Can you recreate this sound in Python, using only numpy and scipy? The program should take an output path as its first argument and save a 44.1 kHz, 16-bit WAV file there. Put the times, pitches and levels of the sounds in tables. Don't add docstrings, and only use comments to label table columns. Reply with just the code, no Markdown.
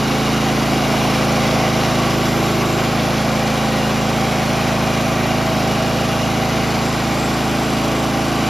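import sys
import numpy as np
from scipy import signal
from scipy.fft import rfft, irfft, next_fast_len
from scipy.io import wavfile
from scipy.ndimage import uniform_filter1d

SR = 44100
rng = np.random.default_rng(int(sys.argv[2]) if len(sys.argv) > 2 else 0)


def waveform_to_disk(signal):
    frames = np.transpose(np.atleast_2d(signal))
    scaled = np.clip(frames, -1, 1) * 32767
    samples = np.round(scaled).astype(np.int16)
    wavfile.write(sys.argv[1], SR, samples)


N = 374409
T = np.arange(N) / SR
SLOW_T = np.linspace(0, T[-1], 2048)
HZ = np.fft.rfftfreq(N, 1 / SR)
FREE_SPEED = 27.4

# time in seconds, speed in cycles per second.
ENGINE_SPEED = [(0.0, 27.405), (0.4, 27.204), (0.8, 27.296), (2.0, 27.005), (2.4, 26.987), (2.6, 26.897),
                (3.6, 27.304), (4.2, 27.146), (4.4, 27.216), (4.6, 27.1), (4.8, 27.165), (5.2, 27.059),
                (5.6, 27.103), (6.4, 27.107), (6.6, 27.168), (7.8, 27.37), (8.2, 27.358), (8.49, 27.24)]
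# order as a multiple of the cycle rate, base level in dB.
DRONE_ORDERS = [(1, -64), (2, -34.3), (3, -40), (4, -30.2), (5, -26.2), (6, -30.3), (7, -31.6), (8, -26.3),
                (9, -28.4), (10, -31.3), (11, -34.8), (12, -33.3), (13, -33.5), (14, -40), (15, -39),
                (16, -37), (17, -44), (18, -44.5), (19, -36.2), (20, -38), (21, -46), (22, -38), (23, -39),
                (24, -32.6), (25, -44), (26, -41.5), (27, -38), (28, -41), (29, -37), (30, -43), (37, -46),
                (40, -46), (41, -42), (42, -45), (43, -41)]
CYLINDER_FIRINGS = [(.983, 1), (.358, .5)]
# centre in Hz, width in Hz.
MUFFLER_MODES = [(58, 49), (103, 6), (169, 80), (198, 20), (379, 22), (505, 15), (610, 20), (735, 20)]
# order, sag at the centre in cycles per second, lift in dB, drift in dB per second.
MILL_RESONANCES = [(4, 0.07, -4.5, 0.3), (5, 0.28, 0, -0.35), (6, 0.056, -6.5, 0.13), (8, 0.4, -2.5, -0.5),
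                   (8, 0.23, 2, 0), (9, 0.39, 5, 0.4), (10, 0.48, -8, -0.24), (11, 0.307, 7, 0),
                   (13, 0.466, 5.5, -0.25), (15, 0.26, -12, -0.2), (16, 0.4, -3, 0), (18, 0.1, -21, 0.2),
                   (19, 0.68, 1, -0.5), (22, 0.64, -7, 0.8), (26, 0.6, -7.3, -0.8), (29, 0.28, 9, 0.1),
                   (43, 0.088, -9, -0.5)]
# order, start and end in seconds, lift in dB.
FRAME_SINGING = [(8, 3.1, 4.3, 2.5), (10, -.8, 1.7, 6), (10, 3.3, 4.1, 3), (10, 7.2, 8.8, 7),
                 (12, -.3, 1.4, 6), (12, 1.8, 3, 10), (12, 6.8, 9, 10), (14, 2.4, 3, 8), (14, 3.5, 6.4, 5),
                 (15, 1.9, 3, 5), (19, .9, 1.9, 7), (19, 3.15, 4.15, 7), (20, 1.2, 2.1, 7),
                 (20, 3.2, 6.9, 6), (22, 3.2, 4.1, 4), (23, 1.4, 2, 9), (23, 2.4, 3.2, 5),
                 (24, 1.4, 3.5, 5), (24, 4.1, 6.9, 7), (24, 7.6, 8.4, 5), (27, 4, 6.9, 6.5),
                 (28, 4.3, 6.6, 4), (28, 7.4, 8.1, 6), (30, 2.3, 4.6, 6), (41, 1.4, 3, 8)]
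# frequency in Hz, base level in dB per Hz.
RASP_SPECTRUM = [(25, -81), (60, -67), (140, -68), (185, -56.5), (225, -52), (270, -55.5), (400, -54.5),
                 (560, -54), (650, -51), (690, -54), (730, -50), (795, -48.5), (850, -55.5), (930, -56.5),
                 (1010, -55.5), (1140, -54.5), (1210, -57), (1550, -61.5), (2000, -75.5), (4000, -93)]
# frequency in Hz, level in dB per Hz.
SPIT_SPECTRUM = [(1500, -100), (4000, -75), (7000, -81), (10000, -86.5), (14000, -89)]
# frequency in Hz, base level in dB per Hz.
CLATTER_SPECTRUM = [(60, -103), (700, -71.5), (860, -75), (1500, -65.5), (1780, -72), (1950, -73.5),
                    (2900, -74), (5000, -84), (9000, -91)]
# frequency in Hz, base level in dB per Hz.
CUT_SPECTRUM = [(500, -100), (1500, -64.5), (1770, -69.5), (2000, -63.5), (2350, -59), (2680, -64),
                (2950, -64), (3200, -64), (3400, -64.5), (3600, -66.5), (5400, -66.7), (6900, -72),
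                (7600, -75.5), (8600, -76), (10400, -77), (12000, -81), (15500, -76.5)]
# centre in Hz, width in Hz, lift in dB.
BLADE_MODES = [(1913, 102, 7.5), (2050, 20, 6), (2835, 97, 6), (3830, 76, 4.5), (6600, 40, 2),
               (7250, 120, 6), (7400, 145, 2), (7670, 100, 6.5), (9200, 80, 3.5)]
# start and end in seconds, pitch and width in Hz, top level in dB.
PASSING_BANDS = [(0, 0.99, 690, 24.6, -44), (1, 0.98, 1660, 68, -35), (2, 1.9, 1670, 74, -39),
                 (1.93, 2.4, 390, 8, -37), (0.5, 3.2, 345, 120, -37), (6, 6.2, 742, 38, -39),
                 (1.6, 2.9, 1140, 85, -35), (2, 1.5, 2840, 190, -34), (1.8, 1.6, 2290, 130, -34),
                 (1.4, 1.58, 3330, 220, -36.5), (1.1, 2.1, 5600, 730, -40), (4, 5.2, 2450, 350, -37.5),
                 (5, 7, 2870, 130, -43), (2, 2.9, 12300, 2500, -45), (7, 8.4, 10800, 260, -51)]
# start and end in seconds, mid-whistle level in dB.
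GUIDE_WHISTLES = [(1.8, 3.05, -43), (3.05, 4.5, -43.5), (6.5, 8.8, -41)]
# frequency in Hz, level in dB against the centre's noise bed.
WIDTH_SPECTRUM = [(50, -17), (150, -7), (300, -10.5), (800, -15.5), (1400, -13), (1780, -6), (2000, -14),
                  (2500, -40), (5000, -67), (8400, -64), (10000, -11), (15000, -37)]
# frequency in Hz, left's lead in radians.
LEFT_LEAD = [(200, .13), (800, .1), (1500, 0), (6200, 0), (6400, -.75), (7000, -1.15), (7600, -2.1),
             (8100, -3.05), (8600, -3.25), (9000, -4.1), (10400, -5.3), (11200, -6.25), (12100, -6.3),
             (12500, -7.2), (13600, -7.85), (14700, -9.4)]
# frequency in Hz, left minus right in dB.
LEFT_BALANCE = [(30, -2.6), (85, -1.7), (170, -1.5), (350, -1), (700, -.3), (1200, 0)]


def amp(db):
    return 10 ** (np.asarray(db) / 20)


def unit(x):
    return x / np.sqrt(np.mean(x ** 2) + 1e-20)


def curve(points):
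    hz, value = np.transpose(points)
    return np.interp(np.log(HZ + 1), np.log(hz + 1), value)


def bell(offset, width):
    return 1 / (1 + (2 * offset / width) ** 2)


def colour(x, spectrum, lift_db=0):
    return irfft(rfft(unit(x)) * amp(curve(spectrum) + lift_db) * np.sqrt(SR / 2), N)


def wander(hz, t=T):
    size = len(SLOW_T)
    f = np.fft.rfftfreq(size, T[-1] / size)
    slow = irfft(rfft(rng.standard_normal(size)) * bell(f, 2 * hz), size)
    return np.interp(t, SLOW_T, unit(slow))


def arch(start, end, t=T):
    gain = np.zeros(len(t))
    inside = (t > start) & (t < end)
    gain[inside] = np.sqrt(abs(np.sin(np.pi * (t[inside] - start) / (end - start))))
    return gain


def level_ride(bite_db, fade_db_per_s, bite_at_s=1.37, bite_spread_s=0.72):
    db = bite_db * np.exp(-((T - bite_at_s) / bite_spread_s) ** 2) - fade_db_per_s * T
    return amp(db - db.mean())


def puffs(cycles, lag, spread, depth):
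    surges = sum(strength ** 2 * np.exp(-(((cycles - place - lag + .5) % 1 - .5) / spread) ** 2)
                 for place, strength in CYLINDER_FIRINGS)
    return 1 + depth * surges


def mill_response(order, sag):
    tuned_db = sum(lift * bell(sag - centre, width=0.22) + drift * SLOW_T
                   for which, centre, lift, drift in MILL_RESONANCES if which == order)
    singing_db = sum(lift * arch(start, end, SLOW_T)
                     for which, start, end, lift in FRAME_SINGING if which == order)
    return amp(tuned_db + singing_db)


def exhaust_drone(cycles, sag, trim_db, waver_rad, waver_hz, steady_hz, slip_rad, slip_hz, slip_from_hz):
    mean_speed = cycles[-1] / T[-1]
    slow_sag = np.interp(SLOW_T, T, sag)
    out = np.zeros(N)
    for order, db in DRONE_ORDERS:
        hz = order * mean_speed
        pulses = sum(strength * np.exp(-2j * np.pi * order * at) for at, strength in CYLINDER_FIRINGS)
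        muffler_lag = sum(2 * np.arctan2(hz * width, mode ** 2 - hz ** 2) for mode, width in MUFFLER_MODES)
        looseness = waver_rad * hz ** 2 / (hz ** 2 + steady_hz ** 2)
        waver = looseness * wander(waver_hz, SLOW_T)
        slip = (hz > slip_from_hz) * slip_rad * wander(slip_hz, SLOW_T)
        phase = np.interp(T, SLOW_T, np.angle(pulses) - muffler_lag + waver + slip)
        tremble = 1 + 0.35 * looseness * wander(waver_hz, SLOW_T)
        gain = amp(db) * np.sqrt(2) * unit(mill_response(order, slow_sag) * tremble)
        out += np.interp(T, SLOW_T, gain) * np.cos(2 * np.pi * order * cycles + phase)
    return amp(trim_db) * out * level_ride(bite_db=0.7, fade_db_per_s=0)


def exhaust_rasp(cycles):
    gas = rng.standard_normal(N) * puffs(cycles, lag=0.75, spread=0.24, depth=0.39)
    return colour(gas, RASP_SPECTRUM) * level_ride(bite_db=1.5, fade_db_per_s=0.08)


def exhaust_spit(cycles):
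    bursts = puffs(cycles, lag=0.082, spread=0.14, depth=1) - 1
    return colour(rng.standard_normal(N) * bursts, SPIT_SPECTRUM)


def valve_clatter(cycles, uneven_db):
    size = 1024
    pattern = irfft(np.exp(2j * np.pi * rng.random(size // 2 + 1)), size)
    knocks = np.interp(cycles % 1, np.linspace(0, 1, size), pattern)
    force = puffs(cycles, lag=0.34, spread=0.096, depth=0.79) * amp(uneven_db * wander(17))
    return colour(knocks * force, CLATTER_SPECTRUM) * level_ride(bite_db=-4.0, fade_db_per_s=0.23)


def grain_hiss(patchy_db):
    bands = signal.stft(rng.standard_normal(N), nperseg=1024)[2]
    patches = uniform_filter1d(rng.standard_normal(bands.shape), size=3, axis=0)
    patches = uniform_filter1d(patches, size=30, axis=1)
    return unit(signal.istft(bands * amp(patchy_db * unit(patches)))[1][:N])


def saw_cut(cycles, flutter_db, chips_per_s, chip_db):
    pull = puffs(cycles, lag=0.35, spread=0.16, depth=0.19) * amp(flutter_db * wander(31))
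    chips = (rng.random(N) < chips_per_s / SR) * rng.standard_normal(N)
    tearing = grain_hiss(patchy_db=1.22) * pull + amp(chip_db) * chips
    ring_db = sum(lift * bell(HZ - hz, width) for hz, width, lift in BLADE_MODES)
    return colour(tearing, CUT_SPECTRUM, ring_db) * level_ride(bite_db=1.5, fade_db_per_s=0.15)


def noise_bed(cycles):
    engine = exhaust_rasp(cycles) + exhaust_spit(cycles) + valve_clatter(cycles, uneven_db=1.3)
    return engine + saw_cut(cycles, flutter_db=0.52, chips_per_s=200, chip_db=8.5)


def passing_bands(cycles):
    size = next_fast_len(N)
    f = np.fft.rfftfreq(size, 1 / SR)
    out = np.zeros(N)
    for start, end, hz, width, db in PASSING_BANDS:
        band = irfft(rfft(rng.standard_normal(size)) * bell(f - hz, width), size)[:N]
        out += amp(db) * unit(band) * arch(start, end)
    return out * unit(puffs(cycles, lag=0.26, spread=0.075, depth=0.58))


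def guide_whistle(sag, free_hz, fall_hz_per_sag, width_hz, flicker_db):
    f = np.fft.fftfreq(N, 1 / SR)
    fuzz = np.fft.ifft(np.fft.fft(rng.standard_normal(N)) * bell(f, width_hz))
    pitch_hz = free_hz - fall_hz_per_sag * sag
    tone = (fuzz * np.exp(2j * np.pi * np.cumsum(pitch_hz) / SR)).real
    envelope = sum(amp(db) * arch(start, end) for start, end, db in GUIDE_WHISTLES)
    return unit(tone * amp(flicker_db * wander(9.7))) * envelope


def scene():
    speed = np.interp(T, *np.transpose(ENGINE_SPEED))
    cycles = np.cumsum(speed) / SR
    sag = FREE_SPEED - speed
    centre = exhaust_drone(cycles, sag, trim_db=-0.64, waver_rad=0.21, waver_hz=2.5, steady_hz=600,
                           slip_rad=0.85, slip_hz=0.28, slip_from_hz=258)
    centre += passing_bands(cycles)
    centre += guide_whistle(sag, free_hz=7600, fall_hz_per_sag=478, width_hz=240, flicker_db=2.5)
    centre += noise_bed(cycles)
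    side = irfft(rfft(noise_bed(cycles)) * amp(curve(WIDTH_SPECTRUM)), N)
    return np.array([centre + side, centre - side])


def record(dry):
    balance = amp(curve(LEFT_BALANCE) / 2)
    ports = np.array([balance * np.exp(1j * curve(LEFT_LEAD)), 1 / balance])
    heard = irfft(rfft(dry) * ports, N)
    high_cut = signal.firwin(801, cutoff=15750, window=("kaiser", 9), fs=SR)
    return signal.oaconvolve(heard, high_cut[None], "same")


dry = scene()
out = record(dry)
waveform_to_disk(out)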